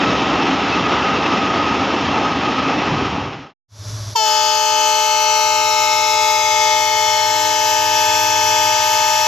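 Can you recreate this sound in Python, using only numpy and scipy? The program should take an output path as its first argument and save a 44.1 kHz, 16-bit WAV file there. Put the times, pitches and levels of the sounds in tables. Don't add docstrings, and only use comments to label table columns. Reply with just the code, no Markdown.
import sys
import numpy as np
from scipy import signal
from scipy.fft import rfft, irfft, next_fast_len
from scipy.io import wavfile
from scipy.ndimage import uniform_filter1d, map_coordinates

SR = 44100
rng = np.random.default_rng(int(sys.argv[2]) if len(sys.argv) > 2 else 0)


def materialize(psi):
    bounded = np.clip(np.atleast_2d(psi).T, -1, 1)
    quanta = np.round(bounded * 32767).astype(np.int16)
    wavfile.write(sys.argv[1], SR, quanta)


N = 408807
TIME = np.arange(N) / SR
TOP_HZ = 14650

# (multiple of its pitch, far level [dB], near level [dB], left over right [dB])
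HIGH_HORN = [(1, -35.5, -36, 1), (2, -18.5, -19, 4), (3, -31.5, -38.5, 3), (4, -38, -32.5, -5),
             (5, -29, -33, 4), (6, -34, -31, 1.5), (7, -30, -29, 2.5), (8, -36.5, -37, 5),
             (9, -36, -41.5, 5), (10, -35.5, -38, 8.5), (11, -40.5, -36, 13), (12, -36, -36.5, 12.5),
             (13, -37.5, -32, 15.5), (14, -36, -35, 14), (15, -37.5, -36, 9.5), (16, -40, -41, 10),
             (17, -44.5, -39, 10.5), (18, -47, -50.5, 6.5)]
LOW_HORN = [(1, -48, -41, 1), (2, -28, -28, 2), (3, -32.5, -26.5, 1.5), (4, -30, -29.5, 3.5),
            (5, -35, -33, 4), (6, -38.5, -37.5, 10), (7, -40, -43, 6), (8, -39, -35, -4),
            (9, -39.5, -35.5, 11.5), (10, -41.3, -39, 6), (11, -36, -31.5, 10), (12, -43.5, -52, 3),
            (13, -39.5, -42, 7), (14, -42, -38.5, 8.5), (15, -44.5, -49.5, 3), (16, -43.5, -41, 12),
            (17, -41, -40, 12), (18, -42, -40, 7.5), (19, -38.5, -36.5, 6.5), (20, -45, -47.5, 9),
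            (21, -48, -47.5, 9.5), (22, -44, -42.5, 10.5), (23, -48, -48, 3), (24, -55, -47.5, 5.5),
            (26, -59, -54, 5)]
# (frequency [Hz], level [dB], decay [s])
POP = [(945, -11.5, .005), (468, -26.5, .006)]
# (multiple of high horn, multiple of low horn, level [dB])
SUM_TONES = [(1, 2, -45), (1, 4, -52), (6, 2, -47), (5, 5, -47), (9, -10, -44), (-1, 4, -49), (-2, 7, -49),
             (5, 2, -50)]
# (frequency [Hz], gain [dB])
DENSE_TONES = [(1500, -8), (3500, -2.5), (5000, -3.5)]
# (frequency [Hz], relative level [dB])
RASP = [(150, -22), (240, -24.5), (450, -23.5), (530, -26), (620, -14.5), (730, -31), (850, -11.5),
        (1150, -10.5), (1430, -14), (1700, -5), (2030, -17), (2200, -3.5), (2330, -11), (2800, -4),
        (4400, -5.5), (6000, -2), (7500, -4), (8600, -18), (10000, -21.5)]
# (frequency [Hz], left over right [dB])
RASP_PAN = [(600, -24), (2000, -17), (3500, 1.5), (5000, 8.5), (7000, 7), (10000, 20)]
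# (frequency [Hz], added level [dB])
RASP_NEAR = [(700, 3), (1300, 3.5), (2000, 6.5), (3000, 3.5), (4000, -.5), (5500, 0), (7000, 0)]
# (frequency [Hz], relative level [dB])
SIZZLE = [(7000, -34.5), (8200, -2.5), (9500, -19), (10400, -9), (11200, -2.5), (13000, 1), (14500, -7)]
# (frequency [Hz], strength [share of direct sound])
GROUND = [(900, .03), (1300, .55), (2200, .62), (3000, .68), (5300, .6), (6500, .36), (8000, .2),
          (14000, .15)]
# (centre [Hz], width [octaves], first gain [dB], lasts [s])
START_COLOUR = [(1370, 0.28, -4, 1.6), (2350, 0.18, -1.5, 0.46), (4460, 0.084, 6, 0.7),
                (5850, 0.06, 3, 1.2)]
# (frequency [Hz], level against the overtone [dB])
NOISE_BAND = [(900, -29), (2000, -23), (3000, -20), (6000, -16)]
# (frequency [Hz], phase [radians])
LEFT_LEAD = [(150, 0.48), (434, 0.38), (870, 0.69), (1300, 1.36), (2100, 1.15), (3000, 0.71), (5000, 0.099)]
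# (frequency [Hz], relative level [dB])
EXHAUST = [(25, -15), (60, -10), (200, -16), (420, -2), (530, -8), (620, 6), (730, -9), (830, -3.5),
           (1200, -2), (1900, -10), (2700, -12.5), (3600, -6.5), (5900, 1), (9400, -25.5), (11000, -10.5),
           (13300, -32), (14200, -61)]
# (frequency [Hz], peak level [dB])
BLOWERS = [(600, -51), (2250, -61), (3500, -48)]
# (frequency [Hz], relative level [dB])
ROLL = [(21, -60.5), (35, -42.5), (66, -9.5), (224, -5), (268, -4), (605, -10), (794, -6.5), (1040, -10),
        (1250, -7.5), (1500, -12.5), (2250, -14), (3400, -16.5), (4400, -23), (6200, -30), (6810, -33),
        (7800, -50), (10100, -78), (17200, -120)]
# (time [s], level [dB])
ROAR = [(0, -22.3), (.4, -21), (.7, -24), (1.3, -22), (1.65, -23.5), (2.15, -22), (2.35, -23.5),
        (2.7, -22.7), (2.95, -24)]
# (time [s], width [s], rumble rise [dB])
SURGES = [(2.15, 0.15, 3.5), (2.93, 0.062, 4), (3.2, 0.26, 8.5)]
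# (frequency [Hz], width [Hz], level before swelling [dB])
RINGS = [(853, 270, -30.5), (1170, 76, -40), (1937, 210, -39), (2660, 370, -32.5), (3134, 320, -39.5),
         (5330, 790, -40.5)]
# (frequency [Hz], average peak level [dB])
WHINE = [(394, -35), (558, -42), (791, -36), (1577, -47.5)]
# (time [s], level [dB], pitch [Hz])
RAIL_RING = [(0, -24.5, 1305), (.25, -24.5, 1255), (.6, -26.5, 1280), (.85, -23.5, 1235),
             (1.05, -22.5, 1262), (1.4, -21.5, 1245), (1.7, -23, 1265), (1.9, -27, 1258), (2.45, -23, 1265),
             (2.95, -27, 1262)]
# (time [s], frequency [Hz], level [dB])
SQUEAKS = [(.34, 2670, -28.5), (.735, 2605, -20.5), (.86, 2530, -27), (1.41, 2600, -31)]

FADE_OUT_S, FADE_OUT_LENGTH_S, FADE_OUT_POWER = 2.967, 0.57, 1.1
FADE_IN_S, FADE_IN_LENGTH_S, FADE_IN_POWER = 3.681, 0.21, 1.37
HORN_S = 4.151
LOW_SPEAKS_S, LOW_JOINS_S, JOIN_LENGTH_S = 4.175, 4.225, .055
CATCH_S, CATCH_LENGTH_S, CATCH_DB = 4.278, .022, 2.5
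NEAR_S, NEAR_LENGTH_S = 7.01, 1.0
THIN_S, THIN_LENGTH_S, THIN_DB = 8.56, .5, -6

HIGH_HZ, LOW_HZ = 433.75, 307.1
DOPPLER_PER_S = .00078
HIGH_SHARP, HIGH_SETTLE_S, LOW_SHARP = .053, .029, .046
BOUNCE_RATE, ARRIVAL_S, GROUND_TURN = 232, 12.3, .19
BOUNCE_FADES_S, BOUNCE_FADE_LENGTH_S = 6.6, 1.1
BOUNCE_LOSS = .74
SHIMMER_DB, TWINKLE_DB = .65, .55


def horns(high_db=0, low_db=0, rasp_db=-29.0, sizzle_db=-40.5, sizzle_near_db=4.0, solo_rasp=0.64):
    blown = ramp(HORN_S, 0.0087)
    bright = ramp(HORN_S + 0.0026, 0.0067)
    joined = ramp(LOW_JOINS_S, JOIN_LENGTH_S)
    settling = np.exp(-np.maximum(TIME - HORN_S, 0) / HIGH_SETTLE_S)
    high_phase = diaphragm(HIGH_HZ * (1 + HIGH_SHARP * settling))
    low_phase = diaphragm(LOW_HZ * (1 + LOW_SHARP * (1 - joined)))

    high = amp(high_db) * blown * horn(high_phase, HIGH_HORN, bright)
    low_opening = 0.2 + 0.74 * joined
    low = amp(low_db) * ramp(LOW_SPEAKS_S, 0.034) * horn(low_phase, LOW_HORN, low_opening, bass_sway_db=1.8)
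    rasp_level = amp(rasp_db + CATCH_DB * swell(CATCH_S, CATCH_LENGTH_S))
    rasp_level = rasp_level * (solo_rasp * bright + (1 - solo_rasp) * joined)
    edge = rasp_level * approaching(rasp(high_phase, low_phase))
    sheen = bright * amp(sizzle_db + sizzle_near_db * nearness()) * sizzle(high_phase, low_phase)
    sums = joined * sum(amp(db) * sine(j * high_phase + k * low_phase) for j, k, db in SUM_TONES)

    chord = open_air(high + low + sums + edge + sheen)
    return chord + noise_around(chord) + blown * pop()


def diaphragm(pitch_hz, waver=0.00027):
    doppler = 1 + DOPPLER_PER_S * (TIME - HORN_S)
    return 2 * np.pi * np.cumsum(pitch_hz * doppler * (1 + waver * wobble(25))) / SR


def horn(phase, overtones, opening, flutter_db=0.5, narrowing=0.2, bass_sway_db=1.2):
    near = nearness()
    flutter = amp(flutter_db * wobble(7))
    fundamental = amp(THIN_DB * ramp(THIN_S, THIN_LENGTH_S) + bass_sway_db * wobble(6))
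    tone = np.zeros((2, N))
    for multiple, far_db, near_db, pan_db in overtones:
        shape = {1: fundamental, 2: 1}.get(multiple, opening)
        level = amp(far_db * (1 - near) + near_db * near)
        lean_db = pan_db * (1 + narrowing * (.5 - near))
        tone += level * shape * overtone(phase, multiple, lean_db)
    return tone * flutter


def overtone(phase, multiple, pan_db, scatter=1.17):
    wave = -np.sqrt(2) * np.cos(multiple * phase + scatter * rng.standard_normal())
    return amp(split(pan_db)) * wave


def pop():
    since = np.maximum(TIME - HORN_S - .007, 0)
    return sum(amp(db) * np.exp(-since / decay) * sine(2 * np.pi * hz * TIME) for hz, db, decay in POP)


def rasp(high_phase, low_phase, air_db=-9, pulsing=0.3):
    def mix(u, v, w):
        bend = 3 * np.sin(2 * high_phase - 3 * low_phase + w)
        return np.sin(9 * np.sin(high_phase + u) + 11 * np.sin(low_phase + v) + bend)

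    mixed = unit(np.array([mix(*start) for start in rng.uniform(0, 2 * np.pi, (2, 3))]))
    mixed = filtered(mixed, lambda hz: amp(along(DENSE_TONES, hz)))
    air = amp(air_db) * rng.standard_normal((2, N))
    mid, side = (mixed + air) * (1 + pulsing * np.cos(high_phase))
    return unit(filtered(mid + split(side), lambda hz: amp(along(RASP, hz) + split(along(RASP_PAN, hz)))))


def approaching(x):
    near_sound = filtered(x, lambda hz: amp(along(RASP_NEAR, hz)))
    return x * (1 - nearness()) + near_sound * nearness()


def sizzle(high_phase, low_phase, coupling=0.012, fizz_db=0.5, flutter_db=1.5, width=0.097):
    front = high_phase + coupling * np.sin(2 * low_phase)
    lines = sum(np.sin(k * front + rng.uniform(0, 2 * np.pi)) for k in range(19, 35))
    lines = unit(filtered(lines, lambda hz: amp(along(SIZZLE, hz))))

    def fizz():
        return noise(lambda hz: amp(along(SIZZLE, hz)) * (hz > 10600) * (hz < TOP_HZ))

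    stereo = lines + amp(fizz_db) * fizz() + split(2 * width * fizz())
    return unit(stereo) * amp(flutter_db * wobble(18))


def open_air(x):
    hz, t, z = signal.stft(x, SR, nperseg=1024)
    lag = 1 / (BOUNCE_RATE * (ARRIVAL_S - t))
    fading = np.interp(t, TIME, ramp(BOUNCE_FADES_S, BOUNCE_FADE_LENGTH_S))
    strength = np.outer(along(GROUND, hz), 1 - BOUNCE_LOSS * fading)
    cycles = hz[:, None] * lag - GROUND_TURN
    notches = np.abs(1 - strength * np.exp(-2j * np.pi * cycles))
    slow, fast = patches(z.shape[1:], 7, 30), patches(z.shape[1:], 9, 4)
    more_in_treble = np.clip(hz / 2500, 0, 1.5)[:, None]
    drift = amp((SHIMMER_DB * slow + TWINKLE_DB * fast) * more_in_treble)
    return signal.istft(z * notches * start_colour(hz, t) * drift, SR, nperseg=1024)[1][:, :N]


def start_colour(hz, t):
    total_db = 0
    for centre, octaves, db, lasts in START_COLOUR:
        band = np.exp(-(np.log2((hz + 1) / centre) / octaves) ** 2)
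        remaining = 1 - np.clip((t - HORN_S) / lasts, 0, 1) ** 2
        total_db = total_db + db * np.outer(band, remaining)
    return amp(total_db)


def noise_around(x):
    hz, t, z = signal.stft(x, SR, nperseg=1024)
    chance = rng.standard_normal(z.shape[1:]) + 1j * rng.standard_normal(z.shape[1:])
    return signal.istft(z * chance * amp(along(NOISE_BAND, hz))[:, None], SR, nperseg=1024)[1][:, :N]


def nearness():
    return ramp(NEAR_S, NEAR_LENGTH_S)


def diesel(firing_hz=105.6, throb_hz=14.0, throb=0.44, tone_db=0.0, churn_db=-9, sway_db=1.0,
           alone_db=-29.0, under_horn_db=-54.5, growth_db_per_s=3,
           rush_db=-35.0, rush_drop_db=-7.0, rush_db_per_s=2.0, drop_s=4.13, drop_length=0.022):
    covered = ramp(drop_s, drop_length)
    since_drop = TIME - drop_s
    growing_db = under_horn_db + growth_db_per_s * since_drop
    growing_db = growing_db + THIN_DB * ramp(THIN_S, THIN_LENGTH_S) + sway_db * wobble(2.62)
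    level = amp(alone_db * (1 - covered) + growing_db * covered)

    beat = 1 + throb * np.sin(2 * np.pi * throb_hz * TIME + wobble(2.5))
    drone = amp(tone_db) * unit(beat * np.sin(2 * np.pi * firing_hz * TIME + 0.29 * wobble(12)))
    churn_colour = [(25, -22), (60, -6), (95, 1), (150, -9.0), (300, -17), (700, -53)]  # Hz, relative dB
    churn = amp(churn_db) * noise(lambda hz: amp(along(churn_colour, hz)))
    rush_level = amp(rush_db + covered * (rush_drop_db + rush_db_per_s * since_drop))
    rush = rush_level * noise(lambda hz: amp(along(EXHAUST, hz)))
    whistle = sum(amp(db) * np.sin(2 * np.pi * hz * TIME + 1.3 * wobble(80)) for hz, db in BLOWERS)
    fade = ramp(FADE_IN_S, FADE_IN_LENGTH_S) ** FADE_IN_POWER
    return (level * (drone + churn) + rush + whistle * (1 - covered)) * fade


def coaches(rumble_db=-33, body_db=1.55, hiss_db=-22.6, hiss_db_per_s=-1.0,
            rattle_db=0.43, sway_db=0.16):
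    def band(lo, hi):
        return noise(lambda hz: amp(along(ROLL, hz)) * (hz > lo) * (hz < hi))

    rattle = amp(rattle_db * wobble(28.2) + 0.62 * wobble(90))
    roar_db, = curves(ROAR)
    usual_db = np.mean(np.transpose(ROAR)[1])
    body_swell = amp(roar_db - usual_db + sway_db * wobble(5.78))
    body = amp(usual_db + body_db) * body_swell * band(170, 1150)
    hiss = amp(hiss_db + hiss_db_per_s * TIME) * band(1150, 7700)
    rings = sum(amp(db) * wandering(ringing(centre, width), share=.006) for centre, width, db in RINGS)
    roar = body + hiss + track() + rings * body_swell

    surge = amp(sum(db * swell(s, length) for s, length, db in SURGES))
    rumble = amp(rumble_db) * surge * band(10, 170)
    whine = 0
    for hz, db in WHINE:
        whine = whine + amp(db + 2 * wobble(3.9)) * np.sin(2 * np.pi * hz * TIME + 0.7 * wobble(9))
    fade = (1 - ramp(FADE_OUT_S, FADE_OUT_LENGTH_S)) ** FADE_OUT_POWER
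    return (rattle * patchy(roar, depth_db=0.76) + rumble + whine) * fade


def track(rail_hz=1260, rail_width_hz=72, rail_db=-2.3,
          sleeper_hz=277, sleeper_width_hz=52, sleeper_db=-28.5):
    level_db, pitch_hz = curves(RAIL_RING)
    rails = np.interp(np.cumsum(pitch_hz / rail_hz) / SR, TIME, ringing(rail_hz, rail_width_hz))
    sleepers = wandering(ringing(sleeper_hz, sleeper_width_hz), share=.006)
    return amp(level_db + rail_db) * rails + amp(sleeper_db) * sleepers


def squeaks(length=0.015):
    return sum(amp(db) * swell(s, length) * sine(2 * np.pi * hz * TIME + 1.3 * wobble(100))
               for s, hz, db in SQUEAKS)


def ringing(centre, width):
    return noise(lambda hz: (hz * width / (centre ** 2 - hz ** 2 + 1j * hz * width)) ** 2)


def wandering(x, share):
    return np.interp(TIME + np.cumsum(share * wobble(6)) / SR, TIME, x)


def patchy(x, depth_db):
    z = signal.stft(x, nperseg=512)[2]
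    return signal.istft(z * amp(depth_db * patches(z.shape, 4, 24)), nperseg=512)[1][:N]


def patches(shape, bins, frames):
    field = uniform_filter1d(rng.standard_normal(shape), size=bins, axis=0)
    return unit(uniform_filter1d(field, size=frames, axis=1))


def noise(response):
    return unit(filtered(rng.standard_normal(N), response))


def filtered(x, response):
    m = next_fast_len(N + 8192)
    return irfft(rfft(x, m) * response(np.fft.rfftfreq(m, 1 / SR)), m)[..., :N]


def low_pass(x, edge_hz):
    return filtered(x, lambda hz: 1 / (1 + (hz / edge_hz) ** 120))


def sine(phase):
    return np.sqrt(2) * np.sin(phase)


def split(x):
    return np.outer([.5, -.5], x)


def amp(db):
    return 10 ** (np.asarray(db) / 20)


def unit(x):
    return x / np.sqrt(np.mean(x ** 2) + 1e-20)


def along(points, hz):
    f, v = np.transpose(points)
    return np.interp(np.log(hz + 1), np.log(f + 1), v)


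def curves(rows):
    s, *cols = np.transpose(rows)
    return [np.interp(TIME, s, c) for c in cols]


def ramp(start, length):
    return np.clip((TIME - start) / length, 0, 1)


def swell(s, width):
    return np.exp(-((TIME - s) / width) ** 2)


def wobble(rate):
    return map_coordinates(rng.standard_normal(int(N * rate / SR) + 4), [TIME * rate])


def scene():
    blast = filtered(horns(), lambda hz: np.exp(1j * split(along(LEFT_LEAD, hz))))
    passing = low_pass(coaches() + squeaks(), edge_hz=7820)
    return blast + diesel() + passing


def record(dry):
    rounded = dry / (1 + np.abs(dry / .98) ** 10) ** .1
    return low_pass(rounded, TOP_HZ)


dry = scene()
out = record(dry)
materialize(out)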